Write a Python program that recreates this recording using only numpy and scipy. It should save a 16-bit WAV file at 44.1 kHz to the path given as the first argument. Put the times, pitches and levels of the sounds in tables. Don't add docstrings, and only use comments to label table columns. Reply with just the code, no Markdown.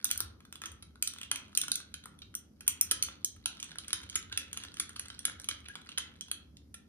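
import sys
import numpy as np
from scipy import signal
from scipy.fft import rfft, irfft, next_fast_len
from scipy.io import wavfile
from scipy.ndimage import uniform_filter1d

SR = 44100
rng = np.random.default_rng(int(sys.argv[2]) if len(sys.argv) > 2 else 0)


def store_wav(level_fs):
    pcm = np.round(np.clip(np.atleast_2d(level_fs), -1, 1) * 32767)
    wavfile.write(sys.argv[1], SR, pcm.T.astype(np.int16))


N = 303408

# [f/Hz, relative noise density level/dB]
ROOM_TONE = [(15, -64), (25, -28), (80, -4), (117, -13), (195, -6), (405, -19.5), (734, -32.5),
             (2910, -45.5), (3720, -53), (6210, -32), (7710, -61.5), (9070, -32.5), (16000, -66)]
# [f/Hz, left-right correlation]
ROOM_TONE_LIKENESS = [(60, 1), (130, 0.88), (290, 0.47), (640, 0.42), (1400, .1), (4000, 0.11)]
# [f/Hz, nominal width/Hz, level/dB]
HUM_STEADY = [(157.6, 4.6, -73.5), (212, 21, -70), (261.7, 59, -69)]
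# [f/Hz, nominal width/Hz, level over the swell/dB]
HUM_WAVERING = [(77, 8, -1), (100, 12, -6)]
# [t/s, level/dB]
HUM_SWELL = [(0.0, -74), (0.21, -49), (0.65, -79), (0.69, -56), (1.02, -64.5), (1.11, -78), (1.32, -56),
             (1.8, -77.5), (1.93, -55), (2.01, -67), (2.26, -58.5), (2.37, -71), (3.07, -55.5), (3.2, -74),
             (3.43, -53), (3.56, -70), (4.35, -53.5), (4.44, -62), (5.63, -59.5), (5.73, -69),
             (6.71, -59.5), (6.88, -72)]
# [f/Hz, t60/s]
ROOM_DECAY = [(500, 0.9), (1300, 0.45), (3500, 0.34), (9000, 0.17), (15000, 0.08)]
# [f/Hz, share of power]
ROOM_APART = [(500, .95), (1500, .92), (3500, .6), (6000, .7), (9000, .08)]
# [f/Hz, phase/rad]
PORT_LEAD = [(0, 0), (690, 0.6), (2840, 2.3), (3880, 2.5), (4310, 3.7), (6630, 3.4), (7580, 2.8),
             (8440, 0.9), (9560, -0.2), (11100, -2.7), (12300, -3.7), (13400, -5.9), (15100, -7.2),
             (16300, -10.2)]
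# [f/Hz, level/dB]
PORT_TILT = [(500, 3), (1200, 5), (2000, 0), (2600, -3), (3300, -4.5), (6000, -5), (7000, 0), (8000, 3),
             (9000, 0), (15000, 0)]
# [t/s, level before the fade-in/dB, starting f/Hz, t60/s]
POCKETS = [(4.314, -35.5, 1533, 0.057), (5.697, -33.5, 1607, 0.052), (6.213, -35, 3250, 0.053)]
# [f/Hz, relative level/dB, t60/s]
TABLE_MODES = [(302, -27, 0.24), (486, -19.5, 0.023)]
# [f/Hz, relative level/dB, t60/s]
THUD_MODES = [(850, -14, 0.0045), (1193, -2, 0.0051), (1397, -2, 0.023), (1659, -1.5, 0.012),
              (2070, -4.5, 0.025)]
BODY_MODES = [(2502, 8.3, 0.0097), (2910, 11.3, 0.0063), (3300, 10.65, 0.018), (4054, 19.1, 0.005),
              (4482, 13.2, 0.0053)]
ROD_MODES = [(5080, 9.2, 0.0029), (5852, 10.35, 0.013), (6563, 17, 0.0046), (7383, 9.5, 0.013)]
TOP_MODES = [(12130, 3.5, 0.02), (12900, -6.5, 0.0015), (14630, -3, 0.0063), (14000, -2, 0.0025),
             (15500, -16.5, .003)]
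CLINK_MODES = [(8200, 5.5, 0.0024), (9120, -2, 0.0066), (10100, 4, 0.0063), (11070, 1, 0.0075)]
# [lowest f/Hz, highest f/Hz, detuning as a share of f]
RADIATION = [(197, 910, 0.076), (933, 13000, 0.055), (2010, 9700, 0.045), (4400, 7190, 0.038),
             (11100, 15000, 0.0064), (7630, 14000, 0.0082)]
# [t/s, relative level/dB]
STIR_LEVEL = [(0.04, -58), (0.2, -49.5), (0.36, -87), (0.65, -83), (0.95, -82), (1.2, -57.5), (1.45, -64.5),
              (1.65, -68.5), (2.1, -73), (2.45, -90), (2.8, -64), (3.1, -55), (3.3, -80.5), (3.55, -58),
              (4.5, -53.5), (5.4, -61.5), (6.05, -61.5), (6.5, -87)]
# [t/s, clink level/dB, thud level/dB, body level/dB,
# body f/Hz, clink f/Hz, contact chatter/ms]
BLOWS = [(0.0442, -14.5, -38, -42, 4400, 8560, 0.44), (0.053, -23.5, -53, -46, 4230, 8600, 1),
         (0.103, -31, -39, -47, 3210, 10100, 2.2), (0.1123, -14, -36.5, -37.5, 3080, 8740, .8),
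         (0.1757, -22.5, -56, -68, 3260, 9300, 1.57), (0.2039, -18, -30.5, -47, 4550, 9340, 0.8),
         (0.404, -57, -50.5, -64.5, 3350, 8700, 1.7), (0.4508, -50.5, -54, -63, 3160, 8900, 2.3),
         (0.5257, -37, -44, -53, 3070, 8400, 0.93), (0.5558, -42, -50, -51.5, 3430, 8550, 0.61),
         (0.617, -36, -37.5, -49, 2290, 9100, 1.7), (0.6376, -41, -34, -49, 3320, 9060, 0.67),
         (0.6567, -33.5, -40.5, -44, 2870, 8770, 4.5), (0.716, -44.5, -52, -68, 3340, 9000, 4.2),
         (0.8243, -45.5, -47.5, -57, 3170, 10500, 3.9), (0.9562, -56, -47.5, -66, 4230, 10400, 0.81),
         (1.0244, -13.5, -41, -36.5, 2500, 8200, 1.46), (1.074, -20.5, -44, -43, 4000, 9100, 1.4),
         (1.1358, -35, -50, -53, 3220, 8800, 1.5), (1.1618, -51.5, -45.5, -59.5, 3140, 8620, 0.8),
         (1.1849, -40, -47, -53, 3280, 8400, 1.1), (1.2134, -37.5, -42.5, -49, 3000, 8650, 1.5),
         (1.2311, -38.5, -48, -44, 3100, 8800, 2.3), (1.3135, -21, -27.5, -31, 3070, 10400, 1.5),
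         (1.3583, -27, -41, -38, 2400, 9100, 0.97), (1.529, -62.5, -52, -66, 2930, 9220, 0.77),
         (1.5506, -26.5, -43, -45, 4140, 9260, 0.75), (1.5738, -7.5, -44, -36.5, 3320, 9000, 1.2),
         (1.5904, -46.5, -49.5, -66, 3350, 9230, 2.4), (1.6148, -17, -43, -38.5, 3360, 9100, 0.45),
         (1.6347, -32, -35.5, -47, 3520, 9500, 4.5), (1.6812, -27.5, -32, -44.5, 3370, 9100, 1.2),
         (1.7171, -19.5, -35, -39, 4560, 10100, 1.3), (1.7558, -19.5, -41, -43, 3570, 9200, 1.26),
         (1.8013, -40.5, -46, -59, 3180, 9100, 2.5), (1.9407, -33.5, -40.5, -44, 3440, 10400, 0.77),
         (2.0381, -49, -50, -60.5, 3280, 10100, 2.2), (2.0567, -38.5, -37, -58.5, 3220, 9150, 1.6),
         (2.189, -52.5, -68, -63.5, 3280, 10100, 1.2), (2.2184, -52, -53.5, -54.5, 3360, 8370, 4.2),
         (2.341, -47.5, -46.5, -62, 2850, 9100, 1), (2.351, -18.5, -56, -53, 3480, 9140, 0.63),
         (2.607, -40, -47.5, -58, 3260, 10840, 2.9), (2.665, -40, -51, -59, 2860, 10400, 7.8),
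         (2.6781, -7.5, -33, -37.5, 3080, 9050, 0.73), (2.8116, -8.5, -43, -40.5, 2740, 9120, 0.25),
         (2.8232, -41, -46, -61, 3120, 8750, 0.9), (2.9116, -14, -28.5, -32.5, 3540, 10100, 1.5),
         (2.9158, -17.5, -27.5, -42, 2460, 10100, 3.1), (3.025, -16.5, -55, -37, 3480, 10100, 1.3),
         (3.0349, -26, -40.5, -55, 3150, 9100, 1.7), (3.0853, -44, -34, -49, 2920, 8900, 1.2),
         (3.246, -16, -77, -43, 3490, 8880, 1.1), (3.3625, -52.5, -50.5, -69.5, 3240, 8630, 1.5),
         (3.458, -22, -31.5, -37.5, 3580, 10100, 1.5), (3.5992, -35, -71, -46.5, 2400, 8800, 2.9),
         (3.6276, -27, -45.5, -44.5, 3150, 8750, 1), (3.642, -37, -63, -67, 3220, 8760, 1.7),
         (3.7161, -48, -45.5, -57, 3280, 8800, 1.9), (3.7567, -50, -41, -63, 3340, 8700, 1.5),
         (3.7847, -30, -43.5, -44.5, 3600, 10100, 0.98), (3.8813, -30.5, -46, -54, 3230, 8900, 1.35),
         (3.905, -43.5, -40, -46.5, 3380, 9770, 1.5), (3.93, -20.5, -31.5, -34.5, 3880, 10100, 1.5),
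         (4.0973, -34, -60, -48.5, 3180, 9000, 1.7), (4.127, -57, -50, -54, 3140, 9560, 2.6),
         (4.155, -18, -30.5, -38, 2500, 10100, 6.3), (4.3249, -34.5, -36, -44, 3240, 9100, 2.2),
         (4.3745, -20, -29.5, -34, 2500, 10400, 1.7), (4.5294, -27.5, -44.5, -50.5, 3070, 9300, 1.6),
         (4.573, -29, -37, -41, 2400, 10200, 1.54), (4.636, -37.5, -38.5, -49, 3130, 8800, 2.1),
         (4.741, -37, -48, -57, 3280, 9000, 1.2), (4.7692, -42, -42, -49, 2800, 8940, 0.87),
         (4.7978, -20.5, -31, -38, 2700, 10200, 3.16), (4.8933, -33.5, -43, -70, 3280, 9250, 0.5),
         (4.9615, -39, -43, -50.5, 3300, 9400, 3.6), (4.995, -28, -37, -43.5, 2450, 10100, 1.07),
         (5.0566, -40, -44, -55, 3300, 8820, 2.5), (5.0832, -38, -45.5, -61, 3280, 9050, 1.5),
         (5.1012, -42.5, -39.5, -47.5, 3420, 9200, 0.73), (5.1911, -28, -45, -51, 3300, 9240, 0.86),
         (5.2518, -16.5, -33, -35.5, 3250, 10100, 2.94), (5.28, -51, -32.5, -56, 2890, 9040, 1.4),
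         (5.296, -40, -38, -60, 3100, 10100, 2.2), (5.3982, -34, -40.5, -58.5, 3600, 9050, 1.1),
         (5.4167, -38, -65, -71.5, 3270, 9300, 0.65), (5.443, -38, -44, -50.5, 3170, 10100, 1.3),
         (5.4869, -19, -33, -37, 3080, 10300, 3.1), (5.511, -50, -33.5, -44.5, 3370, 10200, 1.9),
         (5.659, -73, -49, -51.5, 3060, 9650, 3.2), (5.6845, -40.5, -40.5, -48, 2540, 10100, 1.3),
         (5.7545, -38, -37.5, -48.5, 3080, 9100, 0.63), (5.8638, -60, -48, -74, 3160, 8960, 1.2),
         (5.8894, -41.5, -44, -48, 2430, 9180, 2.4), (5.917, -52, -58, -49.5, 3230, 8890, 1.7),
         (5.9755, -37, -35.5, -39, 3100, 9900, 2.2), (5.9812, -24, -32, -35.5, 2620, 10200, 1.77),
         (6.2096, -31, -51, -47.5, 3350, 8400, 0.6), (6.283, -50, -52.5, -58, 3230, 9810, 1.3),
         (6.3139, -25.5, -35, -38, 3350, 10000, 0.98), (6.569, -49.5, -75, -60, 3610, 8830, 1.14),
         (6.7418, -36, -44, -55.5, 3160, 10240, 4.7)]
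# [t/s, central thud f/Hz, top modes below the clink level/dB]
ROD_DEPTH = [(0, 1433, 7), (1.5, 1435, 14.5), (3.2, 1298, 6), (3.6, 1510, 23), (5, 1674, 42),
             (6.88, 1543, 11)]

MODE_GROUPS = [TABLE_MODES, THUD_MODES, BODY_MODES, ROD_MODES, TOP_MODES, CLINK_MODES]

ROOM_TONE_DB = -63
HUM_APART = 0.12
SWELL_EASE_S = .06
ROOM_DB = -11.5
SPOTS, SPOT_S = 3, .11
POCKET_RISE_PER_S = 2.7
THUD_REACH_HZ, BODY_REACH_HZ, CLINK_REACH_HZ = 282, 700, 730
JOSTLES_PER_S, JOSTLE_DB, JOSTLE_CLINK_DB = 65, 3.5, -11.5
THUD_SPREAD_HZ = 110
BROAD_PER_MS = 0.11
ROD_BELOW_DB, ROD_CLINK_SHARE = 13, 0.66
TOP_LOSS_DB_PER_MS = 0.5
TOP_LOSS_DB_PER_KHZ, RIM_HZ = 6, 9100
MIC_LOW_HZ, CUTOFF_HZ = 45, 16900


def amp(db):
    return 10 ** (np.asarray(db) / 20)


def rms_one(x):
    return x / np.sqrt(np.mean(x ** 2) + 1e-20)


def at_hz(points, hz):
    f, v = np.transpose(points)
    return np.interp(np.log(np.maximum(hz, 1)), np.log(np.maximum(f, 1)), v)


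def ring(drive, hz, t60):
    r = amp(-60 / (t60 * SR))
    w = 2 * np.pi * hz / SR
    return signal.lfilter([0, np.sin(w)], [1, -2 * r * np.cos(w), r * r], drive + 1e-18)


def bands():
    edges = 25 * 2 ** np.arange(0, 9.6, .5)
    return [(signal.butter(2, [low, high], "band", fs=SR, output="sos"), np.sqrt(low * high))
            for low, high in zip(edges, edges[1:])]


def hush():
    tone = 0
    white = rng.standard_normal((2, 2, N))
    for k, (sos, hz) in enumerate(bands()):
        mid, side = signal.sosfilt(sos, white[k % 2])
        alike = np.clip(at_hz(ROOM_TONE_LIKENESS, hz), -1, 1)
        pair = np.sqrt(1 + alike) * mid + np.sqrt(1 - alike) * side * [[1], [-1]]
        tone = tone + amp(at_hz(ROOM_TONE, hz)) * pair
    return amp(ROOM_TONE_DB) * rms_one(tone)


def narrow(lines):
    mix = np.array([[1, HUM_APART], [1, -HUM_APART]])
    total = 0
    for hz, width, db in lines:
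        t60 = 1.1 / width
        noise = ring(ring(rng.standard_normal((2, N)), hz, t60), hz, t60)
        total = total + amp(db) * rms_one(mix @ noise)
    return total


def hum():
    swell = amp(np.interp(np.arange(N) / SR, *np.transpose(HUM_SWELL)))
    eased = uniform_filter1d(swell, round(SWELL_EASE_S * SR))
    return eased * narrow(HUM_WAVERING) + narrow(HUM_STEADY)


def kitchen(x):
    t = np.arange(round(.6 * SR)) / SR
    tail = np.zeros((SPOTS, 3, len(t)))
    for sos, hz in bands()[7:]:
        own = np.clip(at_hz(ROOM_APART, hz), 0, 1)
        share = np.sqrt([[1 - own], [own], [own]])
        noise = signal.sosfilt(sos, rng.standard_normal(tail.shape))
        tail += share * noise * amp(-60 * t / at_hz(ROOM_DECAY, hz))
    first_walls = np.clip((t - .002) / 0.00067, 0, 1)
    tail *= first_walls * amp(ROOM_DB - 23)
    spot = (np.arange(N) / SR // SPOT_S) % SPOTS
    wet = 0
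    for k in range(SPOTS):
        from_spot = (x * (spot == k))[None]
        wet = wet + signal.fftconvolve(from_spot, tail[k], axes=1)[:, :N]
    return wet[0], wet[1:]


def ports(x):
    size = next_fast_len(N + 4096)
    hz = np.arange(size // 2 + 1) * SR / size
    lead = np.interp(hz, *np.transpose(PORT_LEAD))
    half = amp(at_hz(PORT_TILT, hz) / 2) * np.exp(.5j * lead)
    return irfft(rfft(x, size) * np.array([half, 1 / half]), size)[:, :N]


def blips():
    out = np.zeros(N)
    t = np.arange(round(.08 * SR)) / SR
    for s, db, hz, t60 in POCKETS:
        phase = 2 * np.pi * hz * (t + POCKET_RISE_PER_S * t ** 2 / 2)
        tone = np.sin(phase) * (1 - np.exp(-t / 0.0046))
        out[round(s * SR):][:len(t)] += amp(db - 60 * t / t60) * tone
    return out


def woken(modes, db, pitch_hz, reach_hz):
    return [db - np.minimum(6 * ((pitch_hz - hz) / reach_hz) ** 2, 12) for hz, _, _ in modes]


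def strike(times, chatter_s, group_db):
    t = np.arange(round(.012 * SR)) / SR
    starts = np.round(times * SR).astype(int)
    index = np.minimum(starts[:, None] + np.arange(len(t)), N - 1)
    decay = np.exp(-t / np.clip(chatter_s, 1e-4, .005)[:, None])
    fade = decay * (1 - np.exp(-t / 0.00024))
    fade = fade / np.sqrt(np.sum(fade ** 2, axis=1, keepdims=True))
    out = np.zeros(N)
    for modes, mode_db, (low, high, detune) in zip(MODE_GROUPS, group_db, RADIATION):
        group = np.zeros(N)
        for (hz, own_db, t60), db in zip(modes, mode_db):
            force = fade * rng.standard_normal(fade.shape)
            load = rng.integers(-1, 2, len(times))
            probe = np.exp(2j * np.pi * hz * np.outer(1 + detune * load, t))
            felt = np.abs(np.sum(force * probe, axis=1))
            force *= (amp(db + own_db) / np.maximum(felt, .45))[:, None]
            for k in (-1, 0, 1):
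                chosen = load == k
                drive = np.bincount(index[chosen].ravel(), force[chosen].ravel(), N)
                group += ring(drive, hz * (1 + detune * k), t60)
        radiates = signal.butter(3, [low, high], "band", fs=SR, output="sos")
        out += signal.sosfilt(radiates, group)
    return out


def jostling():
    luck = rng.random((round(JOSTLES_PER_S * N / SR), 5))
    s = luck[:, 0] * N / SR
    stir_db = np.interp(s, *np.transpose(STIR_LEVEL))
    db = stir_db + JOSTLE_DB - 2.12 * np.log(luck[:, 1] + 0.00083)
    hard = db + JOSTLE_CLINK_DB + 12 * (luck[:, 2] - .5)
    thud_hz = 1000 + 1100 * luck[:, 3]
    body_hz = 2300 + 2200 * luck[:, 4]
    group_db = [[db] * len(TABLE_MODES),
                woken(THUD_MODES, db, thud_hz, THUD_REACH_HZ),
                woken(BODY_MODES, db - 11, body_hz, BODY_REACH_HZ),
                [hard - 11] * len(ROD_MODES),
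                [hard - 20] * len(TOP_MODES),
                [hard] * len(CLINK_MODES)]
    return s, np.full(len(s), .001), group_db


def knocks():
    s, clink_db, thud_db, body_db, body_hz, clink_hz, chatter_ms = np.transpose(BLOWS)
    when, pitch_hz, below_db = np.transpose(ROD_DEPTH)
    thud_hz = np.interp(s, when, pitch_hz) + THUD_SPREAD_HZ * rng.standard_normal(len(s))
    broad = 1 + BROAD_PER_MS * chatter_ms
    rod_db = ROD_CLINK_SHARE * clink_db + (1 - ROD_CLINK_SHARE) * body_db - ROD_BELOW_DB
    top_db = clink_db - np.interp(s, when, below_db) - TOP_LOSS_DB_PER_MS * chatter_ms
    top_db -= TOP_LOSS_DB_PER_KHZ * np.maximum(clink_hz - RIM_HZ, 0) / 1000
    group_db = [[thud_db] * len(TABLE_MODES),
                woken(THUD_MODES, thud_db, thud_hz, THUD_REACH_HZ * broad),
                woken(BODY_MODES, body_db, body_hz, BODY_REACH_HZ * broad),
                [rod_db] * len(ROD_MODES),
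                [top_db] * len(TOP_MODES),
                woken(CLINK_MODES, clink_db, clink_hz, CLINK_REACH_HZ)]
    return s, chatter_ms / 1000, group_db


def together(*kinds):
    times, chatter_s, group_db = zip(*kinds)
    joined = [np.concatenate(group, axis=1) for group in zip(*group_db)]
    return np.concatenate(times), np.concatenate(chatter_s), joined


def scene():
    glass = strike(*together(knocks(), jostling())) + blips()
    common, apart = kitchen(glass)
    return ports(glass + common) + apart + hush() + hum()


def record(dry):
    bass_cut = signal.butter(3, MIC_LOW_HZ, "high", fs=SR, output="sos")
    top_cut = signal.cheby2(12, 70, CUTOFF_HZ, fs=SR, output="sos")
    return signal.sosfilt(top_cut, signal.sosfilt(bass_cut, dry))


dry = scene()
out = record(dry)
store_wav(out)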